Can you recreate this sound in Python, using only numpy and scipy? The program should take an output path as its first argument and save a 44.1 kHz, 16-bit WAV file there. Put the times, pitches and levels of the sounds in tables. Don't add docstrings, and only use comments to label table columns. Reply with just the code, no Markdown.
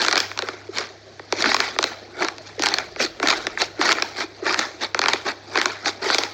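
import sys
import numpy as np
from scipy import signal
from scipy.fft import rfft, irfft, next_fast_len
from scipy.io import wavfile
from scipy.ndimage import uniform_filter1d, minimum_filter1d

SR = 44100
rng = np.random.default_rng(int(sys.argv[2]) if len(sys.argv) > 2 else 0)


def int16_out(signal):
    q = np.round(np.clip(np.atleast_2d(signal).T, -1, 1) * 32767)
    wavfile.write(sys.argv[1], SR, q.astype(np.int16))


N = 279153
TIME = np.arange(N) / SR

# [t/s, body level/dB, snap re body/dB, hollow tail re body/dB]
POCKETS = [(0.0177, -17, 5, -13), (0.0488, -12.5, -3, -26), (0.0638, -22, 6, -22), (0.0832, -6.5, 2, -12),
           (0.1121, -16, 2, -20), (0.1269, -11.5, 3, -17), (0.1569, -14.5, 3, -5), (0.1689, -12.5, -4, -4),
           (0.1768, -9, 14, -17), (0.2029, -20.5, 16, -1), (0.3153, -20.5, -9.5, -26),
           (0.3755, -20.5, -2, -10), (0.39, -15, 1, -9), (0.4225, -19.5, 1, -3), (0.487, -15.5, -8, -7),
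           (0.7844, -19.5, 6, -5), (1.1952, -26, -12.5, 0.5), (1.3247, -13, 0.5, 3),
           (1.4235, -20, 11.5, -4), (1.4415, -7.5, -18, -24), (1.4578, -9.5, -13, -11),
           (1.5171, -9, -16, -13), (1.5444, -2.5, 4, -21), (1.5658, -13, -1.5, -11), (1.603, -8.5, 3, -20),
           (1.7627, -23.5, -18, 1.5), (1.788, -8, 1, -5.5), (1.8279, -14.5, 2, -13),
           (1.8406, -12.5, 8.5, -2.5), (2.2229, -10.5, -15, -8), (2.2848, -14.5, -3.5, -27),
           (2.3828, -33.5, 4.5, -3), (2.595, -23, 1.5, 6), (2.6224, -23.5, 11, -6.5),
           (2.6364, -13, 1, -11.5), (2.6598, -20, 10, -16.5), (2.6675, -12, -1, -19),
           (2.687, -21.5, 8.5, -4), (2.7398, -13.5, 13, -21), (2.785, -13.5, 1, -10),
           (2.9611, -24.5, -7.5, -1), (3.0022, -13, -22, -21), (3.1998, -20.5, -4.5, 2),
           (3.2287, -9.5, -12.5, -4.5), (3.273, -10, 8, -23), (3.2854, -11, 7, -23), (3.303, -9, 4, -24),
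           (3.327, -9.5, -18, -14), (3.4687, -13, -2, -4.5), (3.5747, -13, -31, -27),
           (3.6181, -13, 5, -3.5), (3.813, -8, -7.5, -18), (3.8917, -9, -4, -8), (3.912, -13.5, -29, -13.5),
           (3.919, -10.5, 5, -20), (3.9266, -12.5, 5, -8), (3.9845, -14.5, -16, -24.5),
           (4.023, -10.5, 8, -7.5), (4.4651, -14.5, -12, -3), (4.5434, -10.5, -5, -28),
           (4.5917, -7, 6, -16), (4.9462, -8.5, -8.5, -9.5), (4.9919, -10.5, 2, -5),
           (5.0165, -13, -0.5, -22), (5.0387, -10, -9, -13), (5.059, -8.5, -7, -11), (5.0839, -6, 3, -22),
           (5.0896, -15, -3, -11), (5.1339, -10.5, 6, -4), (5.5565, -9, -11, -12), (5.5747, -9.5, -4.5, -2),
           (5.6151, -10, -2, -12), (5.6574, -8, -0.5, -16), (5.859, -14, -5.5, -8), (6.1014, -8, -10, -13),
           (6.1459, -14, 14, -1), (6.1837, -11, 12, -4), (6.2358, -19.5, 5.5, -5)]
# [t/s, level before trim/dB, pitch near the top of the swell f/Hz]
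DEEP_POCKETS = [(0.43, -23.5, 453), (0.535, -31.5, 424), (0.689, -26, 404), (0.798, -26, 412),
                (1.472, -21.5, 299), (2.172, -32, 416.5), (2.236, -20.5, 372), (2.579, -28, 466),
                (2.597, -20.5, 342), (2.999, -19.5, 564), (3.043, -25, 362.2), (3.237, -20, 325),
                (3.277, -31, 350), (3.792, -19.5, 357.7), (4.238, -27, 374.5), (4.424, -23, 394.5),
                (4.461, -23, 377), (5.884, -26, 422), (6.062, -19.5, 423.7)]
# [t at full force/s, attack/s, hold/s, release/s, fizz level/dB, crispness re body/dB]
FINGER_PRESSES = [(0.01, 0.021, 0.031, 0.021, -23, -0.5), (0.066, .02, .12, 0.061, -26.5, -5.5),
                  (0.392, 0.024, 0.098, 0.093, -37, -6.5), (0.765, 0.019, 0.056, 0.033, -30.5, -0.5),
                  (1.328, 0.013, 0.08, .03, -36.5, -1.5), (1.405, .02, .012, 0.016, -26.5, 0.5),
                  (1.459, 0.023, 0.068, 0.019, -23.5, -2.5), (1.602, 0.024, 0.0497, .06, -28, -2),
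                  (1.811, 0.019, 0.057, 0.066, -34, -2), (1.916, 0.0074, 0.0092, .015, -33, -13),
                  (2.217, .026, 0.022, 0.037, -24, -7), (2.467, 0.027, 0.023, 0.029, -44, 0.5),
                  (2.629, 0.026, 0.078, 0.032, -28.5, -1), (2.729, 0.021, .08, .033, -30.5, -9),
                  (3.006, 0.011, 0.0434, 0.016, -25, 2), (3.231, 0.0081, .03, 0.022, -25, -7),
                  (3.288, 0.0073, .025, 0.0298, -21.5, -1), (3.351, .02, 0.017, 0.114, -32, -3.5),
                  (3.605, .012, 0.0199, 0.018, -23.5, 0.5), (3.823, .016, .095, .012, -22.5, -2.5),
                  (3.948, 0.017, .04, 0.096, -30.5, -6.5), (4.187, 0.017, 0.043, .014, -27.5, -1.5),
                  (4.465, .016, .05, 0.035, -24, -4.5), (4.588, .02, 0.057, 0.033, -27, -4),
                  (4.819, 0.0085, .025, 0.015, -25, -3), (4.954, 0.0051, 0.022, 0.021, -33.5, -8),
                  (5.026, 0.011, .11, 0.044, -28, -5.5), (5.266, 0.0081, 0.0342, .014, -24.5, -5.5),
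                  (5.56, .022, 0.067, 0.034, -26.5, -4.5), (5.67, .02, 0.027, 0.074, -31, -3.5),
                  (5.867, .018, 0.0184, 0.019, -26, 1), (6.027, 0.0069, 0.061, 0.021, -27.5, -2.5),
                  (6.105, .015, 0.0438, 0.022, -25.5, 0), (6.198, .02, 0.032, 0.049, -29, -3.5)]
# [f/Hz, relative level/dB]
SLIME_COLOUR = [(100, -22), (195, -6), (236, -2.5), (380, 4.5), (580, -1), (790, 1.5), (950, 0.5),
                (1500, 5), (2350, 2), (2900, -9.5), (4400, -1), (6700, -5.5), (9800, -31.5), (15500, -27.5)]
# [f/Hz, width/Hz, level added to the direct sound/dB]
BOWL_MODES = [(237.7, 11, -2.5), (330.4, 11, -6), (809.4, 15, -3.5), (1420, 13, -38), (4500, 14, -46)]
# [f/Hz, relative level/dB]
AIR_COLOUR = [(22, -40), (45, -3), (70, -22), (140, 9), (220, -7.5), (380, -13), (800, -8), (1800, 2),
              (2900, -9.5), (4300, -2), (6300, -9.5), (9500, -51), (16000, -56)]
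# [t/s, level/dB]
RUMBLE_LEVEL = [(0, -79), (1.2, -82), (1.5, -49.5), (2.1, -72), (2.7, -56.5), (3.4, -54), (4.2, -64),
                (6.3, -76)]
# [f/Hz, level around which it wavers/dB]
HUM_TONES = [(100.8, -54.5), (71, -66)]

SQUELCH_HZ, CRISP_HZ = 700, 2900
TOP_HZ = 16000
GLIDE_MS, GLIDE_SPREAD = 0.23, 0.1935
STRAY_PER_S, STRAY_OVER_DB = 14, 7.5
STRAY_SNAP_DB, STRAY_TAIL_DB, STRAY_SPREAD_DB = -4, -7, 2.5
FIRM_DB = -28
SQUELCH_DB, DRAIN_DB, DRAIN_S = -3, -6.5, 0.046
REST_DB, REST_WANDER_DB, REST_CRISP_DB, REST_SQUELCH_DB = -53, 3, 1, 7


def undb(db):
    return 10 ** (np.asarray(db) / 20)


def unit(x):
    return x / np.sqrt(np.mean(x ** 2) + 1e-18)


def walk(rate):
    knots = rng.standard_normal(int(N / SR * rate) + 2)
    return np.interp(TIME * rate, np.arange(len(knots)), knots)


def colour(x, points):
    hz, db = np.transpose(points)
    size = next_fast_len(2 * len(x))
    grid = np.arange(size // 2 + 1) * SR / size
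    curve_db = np.interp(np.log(grid + 1), np.log(hz), db)
    cepstrum = irfft(np.log(undb(curve_db)), size)
    cepstrum[1:size // 2] *= 2
    cepstrum[size // 2 + 1:] = 0
    return irfft(rfft(x, size) * np.exp(rfft(cepstrum)), size)[:len(x)]


def lowpass(x, hz):
    return signal.sosfiltfilt(signal.butter(4, hz, fs=SR, output="sos"), x, padtype=None)


def registers(x):
    low = lowpass(x, SQUELCH_HZ)
    upto = lowpass(x, CRISP_HZ)
    return low, upto - low, x - upto


def burst(glide_ms, ring_ms, start_hz=7000, sag=.85, fade=0.84, overtone=0.35, tear=0.23, tear_ms=10.0):
    ms = np.arange(2 ** 11) / SR * 10 ** 3
    slack = 1 + ms / glide_ms
    turns = np.cumsum(start_hz * slack ** -sag + 70 * rng.random()) / SR
    skin = np.sin(2 * np.pi * turns)
    upper = overtone * np.sin(2 * np.pi * turns * (2 + rng.random())) * np.exp(-ms / 9.3)
    rip = tear * rng.standard_normal(len(ms)) * np.exp(-ms / tear_ms)
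    onset = 1 - np.exp(-ms / 0.066)
    return (skin + upper + rip) * slack ** -fade * np.exp(-(ms / ring_ms) ** 2) * onset


def shreds(wave, count=2, share=.4, within_s=.004):
    out = wave
    for when, size, glide in rng.random((count, 3)):
        lag = int(when * within_s * SR)
        snap = burst(0.0797 + 0.079 * glide, ring_ms=4.2)
        out = out + share * size * np.pad(snap, (lag, 0))[:len(wave)]
    return out


def pocket(wave, count=4, low_hz=900, high_hz=6000, share=1.1, cycles=3):
    t = TIME[:2 ** 9]
    response = 1. * (t == 0)
    for place in (np.arange(count) + rng.random(count)) / count:
        hz = low_hz * (high_hz / low_hz) ** place
        decay = np.exp(-t * hz / cycles)
        ring = np.cos(2 * np.pi * (hz * t + rng.random()))
        response = response + 2 * share * decay / decay.sum() * ring
    return np.convolve(wave, response)[:len(wave)]


def pops(rows, body_db=-3, snap_db=-3, tail_db=-3, muffle=0.22):
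    lead, span = 128, 100
    out = np.zeros(N + 2 ** 13)
    for s, db, snap, tail in rows:
        glide_ms = GLIDE_MS * np.exp(GLIDE_SPREAD * rng.standard_normal())
        wave = pocket(shreds(burst(glide_ms, ring_ms=11.4)))
        wave = colour(np.pad(wave, (lead, 0)), SLIME_COLOUR)
        wave = colour(wave, [(4800, 0), (8000, muffle * min(snap, 6))])
        gains = undb(db + np.array([tail + tail_db, body_db, snap + snap_db]))
        parts = registers(wave)
        wave = sum(g * part * np.sqrt(span / np.sum(part ** 2)) for g, part in zip(gains, parts))
        start = max(int(s * SR) - lead, 0)
        out[start:start + len(wave)] += wave
    return out[:N]


def strays(press_db):
    chance = rng.random((int(STRAY_PER_S * N / SR), 5))
    rows = []
    for when, luck, *spread in chance:
        db = press_db[int(when * N)]
        if luck < undb(db - FIRM_DB):
            usual = np.array([db + STRAY_OVER_DB, STRAY_SNAP_DB, STRAY_TAIL_DB])
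            varied = usual + STRAY_SPREAD_DB * (2 * np.array(spread) - 1)
            rows.append((when * N / SR, *varied))
    return rows


def plops(swell_s=0.006315, sag=0.29, gain_db=-1):
    t = TIME[:2 ** 11]
    age = t / swell_s
    swell = age * np.exp((1 - age ** 2) / 2)
    out = np.zeros(N + len(t))
    for s, db, hz in DEEP_POCKETS:
        turns = np.cumsum(hz * ((age + .5) / 1.45) ** -sag) / SR
        start = int(s * SR)
        out[start:start + len(t)] += undb(db + gain_db) * np.sqrt(2) * swell * np.sin(2 * np.pi * turns)
    return out[:N]


def kneading():
    rest = undb(REST_DB + REST_WANDER_DB * walk(12))
    power = (rest * undb([[REST_SQUELCH_DB], [0], [REST_CRISP_DB]])) ** 2
    for s, attack, hold, release, db, crisp in FINGER_PRESSES:
        age = TIME - s
        shape = np.exp(np.minimum(age, 0) / attack - np.maximum(age - hold, 0) / release)
        body = undb(db) * shape
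        squelch = SQUELCH_DB + DRAIN_DB * (1 - np.exp(-np.maximum(age, 0) / DRAIN_S))
        power = power + np.array([body * undb(squelch), body, body * undb(crisp)]) ** 2
    return 10 * np.log10(power)


def bursts(rate, spread_db):
    fired = np.flatnonzero(rng.random(N) < rate / SR)
    size_db = spread_db * np.minimum(rng.exponential(size=len(fired)), 2)
    train = np.zeros(N)
    train[fired] = undb(size_db) * rng.choice([-1, 1], len(fired))
    return train


def ringing(rate, count=28):
    t = TIME[:2 ** 10]
    out = np.zeros(N)
    for hz in 600 * 4 ** ((np.arange(count) + rng.random(count)) / count):
        note = np.sin(2 * np.pi * hz * t) * np.exp(-t * hz / 5)
        out += signal.oaconvolve(bursts(rate / count, 4), unit(note))[:N]
    return out


def folds(x, count=32, patchy_db=7, rate=75):
    size = next_fast_len(N)
    place = np.log2(np.arange(size // 2 + 1) * SR / size + 1)
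    centres = np.linspace(np.log2(240), np.log2(7500), count)
    spectrum = rfft(x, size)
    bands = (irfft(spectrum * np.interp(place, centres, one), size)[:N] for one in np.eye(count))
    return sum(band * undb(patchy_db * np.tanh(walk(rate))) for band in bands)


def fizz(levels, rest_rate=1700, press_rate=300, spread_db=3.5,
         body_db=-1.13, crisp_db=-0.4, squelch_db=-1.42, clump_db=1.28):
    force = undb(levels[1] - levels[1].max())
    rate = rest_rate + press_rate * force
    glides_ms = np.geomspace(.06, .45, num=14)
    torn = np.zeros(N)
    for glide_ms in glides_ms:
        grain = unit(burst(glide_ms, ring_ms=10.3))
        torn += signal.oaconvolve(bursts(rate / len(glides_ms), spread_db), grain)[:N]
    cloud = (unit(torn) + 0.53 * unit(ringing(rate / 5))) / np.sqrt(rate)
    parts = registers(colour(folds(cloud), SLIME_COLOUR))
    trims = (squelch_db, body_db, crisp_db)
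    clumps = undb(clump_db * np.sqrt(force) * walk(160))
    return clumps * sum(unit(part) * undb(db + trim) for part, db, trim in zip(parts, levels, trims))


def bowl(x):
    out = x
    for hz, width, db in BOWL_MODES:
        b, a = signal.iirpeak(hz, hz / width, fs=SR)
        out = out + undb(db) * signal.lfilter(b, a, x)
    return out


def room(x, t60=0.51, wet_db=-10, build_s=0.0011):
    t = TIME[:SR // 2]
    tail = rng.standard_normal(len(t)) * undb(-60 * t / t60) * (1 - np.exp(-t / build_s))
    tail = colour(tail, [(150, -9.5), (500, 2), (1500, -6.5), (2800, -4.5),
                         (4500, -7), (9000, -9), (15000, 5.0)])
    tail = tail / np.sqrt(np.sum(tail ** 2))
    return x + undb(wet_db) * signal.fftconvolve(x, tail)[:N]


def background(air_db=-53):
    air = unit(colour(rng.standard_normal(N), AIR_COLOUR)) * undb(air_db + walk(6.6))
    rumble = unit(colour(rng.standard_normal(N), [(22, -30), (30, -14), (42, -5), (90, -10),
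                                                  (170, -7), (400, -45), (2000, -80)]))
    rumble_db = np.interp(TIME, *np.transpose(RUMBLE_LEVEL))
    hum = np.zeros(N)
    for hz, db in HUM_TONES:
        tone = np.sin(2 * np.pi * hz * TIME + .5 * walk(7))
        hum += undb(db + 2.8 * walk(11)) * unit(tone)
    return air + hum + rumble * undb(rumble_db)


def scene():
    levels = kneading()
    slime = pops(POCKETS) + pops(strays(levels[1])) + plops() + fizz(levels)
    return (room(bowl(slime)) + background())[None]


def record(dry):
    ceiling = .7
    cut = np.minimum(ceiling / np.maximum(np.abs(dry), ceiling), 1)
    gain = uniform_filter1d(minimum_filter1d(cut, size=41), size=41)
    return signal.sosfilt(signal.ellip(8, .2, 70, TOP_HZ, fs=SR, output="sos"), dry * gain)


dry = scene()
out = record(dry)
int16_out(out)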